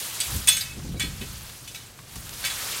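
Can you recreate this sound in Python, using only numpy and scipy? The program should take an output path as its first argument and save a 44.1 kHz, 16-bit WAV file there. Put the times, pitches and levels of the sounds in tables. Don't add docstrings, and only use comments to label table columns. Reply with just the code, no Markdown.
import sys
import numpy as np
from scipy import signal
from scipy.io import wavfile
from scipy.ndimage import uniform_filter1d

SR = 44100
rng = np.random.default_rng(int(sys.argv[2]) if len(sys.argv) > 2 else 0)


def digitize_waveform(pressure):
    field = np.atleast_2d(pressure).T
    bounded = np.clip(field, -1, 1)
    quanta = np.round(bounded * 32767).astype(np.int16)
    wavfile.write(sys.argv[1], SR, quanta)


N = 123480
TIME = np.arange(N) / SR


def from_db(db):
    return 10 ** (np.asarray(db) / 20)


def rms_one(x):
    return x / np.sqrt(np.mean(x ** 2) + 1e-20)


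def white():
    return rng.standard_normal(N)


def in_time(rows):
    return np.interp(TIME, *np.transpose(rows))


def drift(corner_hz):
    step = 40
    r = np.exp(-2 * np.pi * corner_hz * step / SR)
    settling = 2000
    noise = rng.standard_normal(N // step + settling + 2)
    slow = signal.lfilter([1], [1, -2 * r, r * r], noise)[settling:]
    return np.interp(np.arange(N) / step, np.arange(len(slow)), rms_one(slow))


def blow(start, rise, t60):
    age = TIME - start
    fall_db = -60 * np.clip((age - rise) / t60, 0, 2)
    return np.clip(age / rise, 0, 1) * from_db(fall_db)


def tone(hz):
    return np.sin(2 * np.pi * (hz * TIME + rng.random()))


def resonate(x, hz, width_hz):
    r = np.exp(-np.pi * width_hz / SR)
    feed = np.array([1, 0, -1]) * (1 - r * r) / 2
    return signal.lfilter(feed, [1, -2 * r * np.cos(2 * np.pi * hz / SR), r * r], x + 1e-18)


def band_pass(x, low_hz, high_hz):
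    return signal.sosfilt(signal.butter(2, [low_hz, high_hz], "band", fs=SR, output="sos"), x)


def colour(x, spectrum, flicker_db=0):
    hz, db = np.transpose(spectrum)
    edges = np.geomspace(20, 18000, 21)
    out = 0
    for low, high in zip(edges, edges[1:]):
        if high > hz[0] and low < hz[-1]:
            level_db = np.interp(np.log(low * high) / 2, np.log(hz), db)
            band = band_pass(x, low, high) * from_db(level_db + flicker_db * drift(31))
            out = band - out
    return rms_one(out)


def split(x, hz):
    parts = []
    for kind in ("low", "high"):
        once = signal.butter(2, hz, kind, fs=SR, output="sos")
        parts.append(signal.sosfilt(np.tile(once, (2, 1)), x))
    return parts


BASS_HZ, TREBLE_HZ = 2030, 5300


def three_bands(x):
    low, rest = split(x, BASS_HZ)
    return np.array([low, *split(rest, TREBLE_HZ)])


# (time [s], level [dB])
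STIRRING = [(0, -34.5), (.12, -36.5), (.34, -33.5), (.44, -38), (.6, -42), (.97, -47.5), (1.2, -42.5),
            (1.4, -42.5), (1.62, -46.5), (1.8, -45.5), (1.95, -52.5), (2.06, -50), (2.13, -44.5),
            (2.27, -43.5), (2.42, -37), (2.65, -31.5)]
# (time [s], level [dB])
SHEEN_LEVEL = [(0, 3.5), (.2, -1), (.36, 2.5), (.6, -5.5), (1.3, -0.5), (1.85, -2.5), (2.3, 1),
               (2.55, -1.5), (2.8, -4)]
# (frequency [Hz], level [dB per Hz])
RUSTLE_COLOUR = [(300, -10), (700, -6.5), (1500, -2), (2000, -5), (3000, -1.5), (8400, -2.5), (12000, -4.5),
                 (15500, -8.5)]
SHEEN_HZ = 8300
RUSTLE_DB, RUSTLE_FLICKER_DB = 1, 2
CRACKLES_PER_S, CRACKLE_DB = 2600, -9.5
CRACKLE_SPREAD_DB, CRACKLE_CYCLES = 1, 8


def hay():
    sizes = from_db(CRACKLE_SPREAD_DB * np.minimum(rng.exponential(1, N), 5)) * rng.choice([-1, 1], N)
    cracks = sizes * (rng.random(N) < CRACKLES_PER_S / SR)
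    pitches = np.geomspace(1800, 13000, 12)
    dealt = rng.integers(0, len(pitches), N)
    crackle = 0
    for k, hz in enumerate(pitches):
        crackle = crackle + resonate(cracks * (dealt == k), hz, 2 * hz / CRACKLE_CYCLES)
    rustle = colour(white(), RUSTLE_COLOUR, RUSTLE_FLICKER_DB)
    mix = from_db(RUSTLE_DB) * rustle + from_db(CRACKLE_DB) * rms_one(crackle)
    body, sheen = split(mix, SHEEN_HZ)
    return from_db(in_time(STIRRING)) * (body + from_db(in_time(SHEEN_LEVEL)) * sheen)


# (time [s], rise [s], clatter level [dB], bass against middle [dB], treble against middle [dB],
# ring level [dB], ring t60 [s], modes that ring most [Hz], strongest first)
STEEL_CONTACTS = [ (0.2017, 0.00083, -27, -15, 1, -22, 0.1, (7948, 8909)),
                  (.209, .002, -33, -13, -2, -26.5, 0.1, (4750, 3370, 5600)),
                  (0.4725, .0015, -27, -0.5, 9, -24, .2, (2590, 9502, 2150)),
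                  (.480, .003, -19.5, 2, 3, -14.5, .24, (3440,)),
                  (.483, 0.0071, -19.5, -6, 2, -7, 0.027, (8258, 8909)),
                  (0.525, .006, -40, 9, 4, -24, 0.19, (6425,)),
                  (.564, .005, -28, 3.5, 1, -23, .13, (8258,)),
                  (0.608, 0.0019, -33.5, -2, -0.5, -26, 0.11, (4750, 3880, 4260, 5220)),
                  (0.61, .003, -47, -8, 1, -31.5, 0.088, (12630, 12150)),
                  (.652, 0.00386, -47, 4, -13, -39.5, .22, (2590, 5900, 3440, 8258)),
                  (.690, 0.024, -62, -18, 7.5, -39.5, .17, (2590,)),
                  (.965, .008, -60, 2, -10, -44, 0.12, (3880, 2280)),
                  (0.9962, 0.00088, -32.5, 6, 5, -30.5, .09, (6960,)),
                  (1.001, 0.0054, -29, 3, -5, -24.5, .2, (3440, 2280)),
                  (1.014, .008, -33, 4, -3, -30, .19, (3370, 4260, 3010)),
                  (1.044, .003, -49, -2, -8, -31.5, 0.068, (4260,)),
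                  (1.206, .012, -37.5, 5, -5, -38, .16, (2590, 3440, 3010)),
                  (1.673, .006, -41, -15, 1.5, -40.5, 0.14, (3440, 3010, 2590, 5900)),
                  (1.746, .0007, -37, 0, -3.5, -39.5, .13, (2590, 5900)),
                  (1.754, .004, -42.5, -8, -3, -37, 0.087, (3880, 3440, 2280, 12150)),
                  (2.436, .006, -30.5, 9.5, -7, -30.5, 0.088, (4400, 1583)),
                  (2.448, .002, -28.5, 1, 2.5, -28, 0.17, (2280, 2590)),
                  (2.458, 0.0032, -30, 5, -4, -28, .14, (3440, 4750)),
                  (2.497, 0.0061, -31.5, 3.5, -6, -30.5, .13, (3370, 3880, 4260))]
# (frequency [Hz], level against the clatter [dB])
STEEL_MODES = [(1305, -22), (1583, -18.5), (1900, -16.5), (2280, -13), (2590, -12.5), (2920, -12.5),
               (3010, -21), (3370, -29), (3440, -9), (3880, -9), (4260, -26), (4400, -31), (4750, -19),
               (5220, -15), (5900, -19), (6425, -9.5), (6960, -9), (7948, -42), (8258, -5), (8909, -22),
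               (9502, -14), (10190, -11.5), (12150, -19), (12630, -24), (12892, -19), (13790, -22),
               (14578, -16)]
# (frequency [Hz], level [dB per Hz])
CLATTER_COLOUR = [(500, -15), (800, -12), (1400, -7.5), (2500, 5.5), (3800, 3.5), (5500, -1.5), (8500, -1),
                  (12000, -5.5), (15500, -12)]
CLATTER_T60_S, TAIL_DB, TAIL_T60_S = 0.12, -6.5, 0.5
MINOR_MODE_WIDTH_HZ = 26
CLATTER_NOISE_DB, CONTACT_T60_S = -8.5, 0.13
RATTLE_DB, RATTLE_CORNER_HZ = 7, 280
STRIKE_SPREAD_DB = 1.5
FAVOUR_STEP_DB = 2.5
MODE_SPLIT_HZ = 13.7
STEEL_T60_S, STEEL_DAMPING = .42, 0.33


def minor_modes():
    pitches = np.linspace(650, 15500, 72) + rng.uniform(-90, 90, 72)
    chatter = white()
    ringing = 0
    for hz in pitches:
        ringing = ringing + resonate(chatter, hz, MINOR_MODE_WIDTH_HZ) * rng.choice([-1, 1])
    return colour(rms_one(ringing), CLATTER_COLOUR)


def ring_out(strikes, mode_hz):
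    mode_t60 = STEEL_T60_S * (mode_hz / 1000) ** -STEEL_DAMPING
    out = 0
    for clicks, hz, t60 in zip(strikes, mode_hz, mode_t60):
        r = from_db(-60 / (t60 * SR))
        for share, offset_hz in ((2 / 3, 0), (1 / 3, MODE_SPLIT_HZ * rng.uniform(.5, 2))):
            w = 2 * np.pi * (hz + offset_hz) / SR
            sine = signal.lfilter([0, np.sin(w)], [1, -2 * r * np.cos(w), r * r], clicks + 1e-18)
            out = out + share * sine
    return out


def steel():
    rattle = from_db(RATTLE_DB * drift(RATTLE_CORNER_HZ))
    crack = from_db(CLATTER_NOISE_DB) * rms_one(colour(white(), CLATTER_COLOUR) * rattle)
    ringing, crack = three_bands(minor_modes()), three_bands(crack)
    mode_hz, mode_db = np.transpose(STEEL_MODES)
    mode_band = np.digitize(mode_hz, [BASS_HZ, TREBLE_HZ])
    out, strikes = 0, np.zeros((len(mode_hz), N))
    for s, rise, db, bass_db, treble_db, ring_db, ring_t60, favoured in STEEL_CONTACTS:
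        tint = from_db([bass_db, 0, treble_db])
        tail = from_db(TAIL_DB) * blow(s, rise, TAIL_T60_S)
        fade = np.hypot(blow(s, rise, CLATTER_T60_S), tail)
        own_ringing = np.roll(tint @ ringing, -rng.integers(N // 10))
        own_crack = blow(s, rise, CONTACT_T60_S) * (tint @ crack)
        out = out + from_db(db) * (fade * own_ringing + own_crack)

        leads = [np.argmin(np.abs(mode_hz - hz)) for hz in favoured]
        ring = 0
        for rank, k in enumerate(leads):
            ring = ring + from_db(ring_db - FAVOUR_STEP_DB * rank) * tone(mode_hz[k])
        out = out + blow(s, rise, ring_t60) * ring

        spread_db = STRIKE_SPREAD_DB * rng.standard_normal(len(mode_hz))
        strengths = tint[mode_band] * from_db(db + mode_db + spread_db)
        strengths[leads] = 0
        strikes[:, int((s + rise / 2) * SR)] += strengths * rng.choice([-1, 1], len(mode_hz))
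    return out + ring_out(strikes, mode_hz)


# (time [s], peak level [dB], pitch [Hz], t60 of the burst [s])
SHORT_CRACKS = [(1.494, -34, 1490, 0.036), (1.989, -33, 1200, 0.035), (2.160, -35, 840, 0.047),
                (2.156, -29, 5300, 0.11), (2.293, -22, 4200, .008)]


def short_cracks():
    out = 0
    for s, db, hz, t60 in SHORT_CRACKS:
        crack = resonate(white() * blow(s, 0.00033, t60), hz, hz)
        out = out + from_db(db) * crack / np.abs(crack).max()
    return out


# (time [s], rise [s], t60 [s], level [dB], upper edge [Hz])
LOW_BUMPS = [(.25, 0.078, 1, -32.5, 137), (0.337, 0.016, 0.16, -24.5, 181), (.745, 0.043, .25, -36.5, 298),
             (.843, 0.0053, 0.21, -34, 340), (.872, .015, 0.59, -31.5, 166),
             (0.939, 0.0059, 0.24, -34.5, 322), (1.031, 0.0089, 0.22, -29.5, 256),
             (1.208, 0.0057, .2, -33, 297), (1.285, 0.018, 0.4, -37.5, 138),
             (2.158, 0.0074, 0.19, -34, 140), (2.28, 0.043, 0.75, -49, 482)]
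# (time [s], level [dB])
RUMBLE_SWAY = [(0, -55), (.45, -52), (.9, -36), (1.2, -39.5), (1.7, -56), (2.05, -56.5), (2.25, -44.5),
               (2.8, -55)]
# (frequency [Hz], level [dB per Hz])
RUMBLE_COLOUR = [(22, -10), (43, 2), (100, 0), (170, -4.5), (260, -20), (500, -25)]
BUMP_FLOOR_HZ, BUMP_EVEN_S = 43.4, 0.023


def buffets():
    out = from_db(in_time(RUMBLE_SWAY)) * colour(white(), RUMBLE_COLOUR)
    for s, rise, t60, db, top_hz in LOW_BUMPS:
        push = band_pass(white(), BUMP_FLOOR_HZ, top_hz)
        push = signal.sosfilt(signal.butter(1, 2 * top_hz, fs=SR, output="sos"), push)
        push = push / np.sqrt(uniform_filter1d(push ** 2, int(BUMP_EVEN_S * SR)) + 1e-18)
        out = out + from_db(db) * blow(s, rise, t60) * push
    return out


# (frequency [Hz], level [dB per Hz])
AIR_COLOUR = [(30, -10), (150, 0), (260, -6.5), (12000, -24)]
AIR_DB = -52.5
HUM_HZ, HUM_WIDTH_HZ, HUM_DB = 119.2, 33, -54.5


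def barn():
    hum = resonate(resonate(white(), HUM_HZ, HUM_WIDTH_HZ), HUM_HZ, HUM_WIDTH_HZ)
    return from_db(HUM_DB) * rms_one(hum) + from_db(AIR_DB) * colour(white(), AIR_COLOUR)


def scene():
    return np.tile(hay() + steel() + short_cracks() + buffets() + barn(), (2, 1))


PEAK, CUTOFF_HZ = .8, 15800


def record(dry):
    rounded = PEAK * np.tanh(dry / PEAK)
    return signal.sosfilt(signal.ellip(10, .1, 80, CUTOFF_HZ, fs=SR, output="sos"), rounded)


dry = scene()
out = record(dry)
digitize_waveform(out)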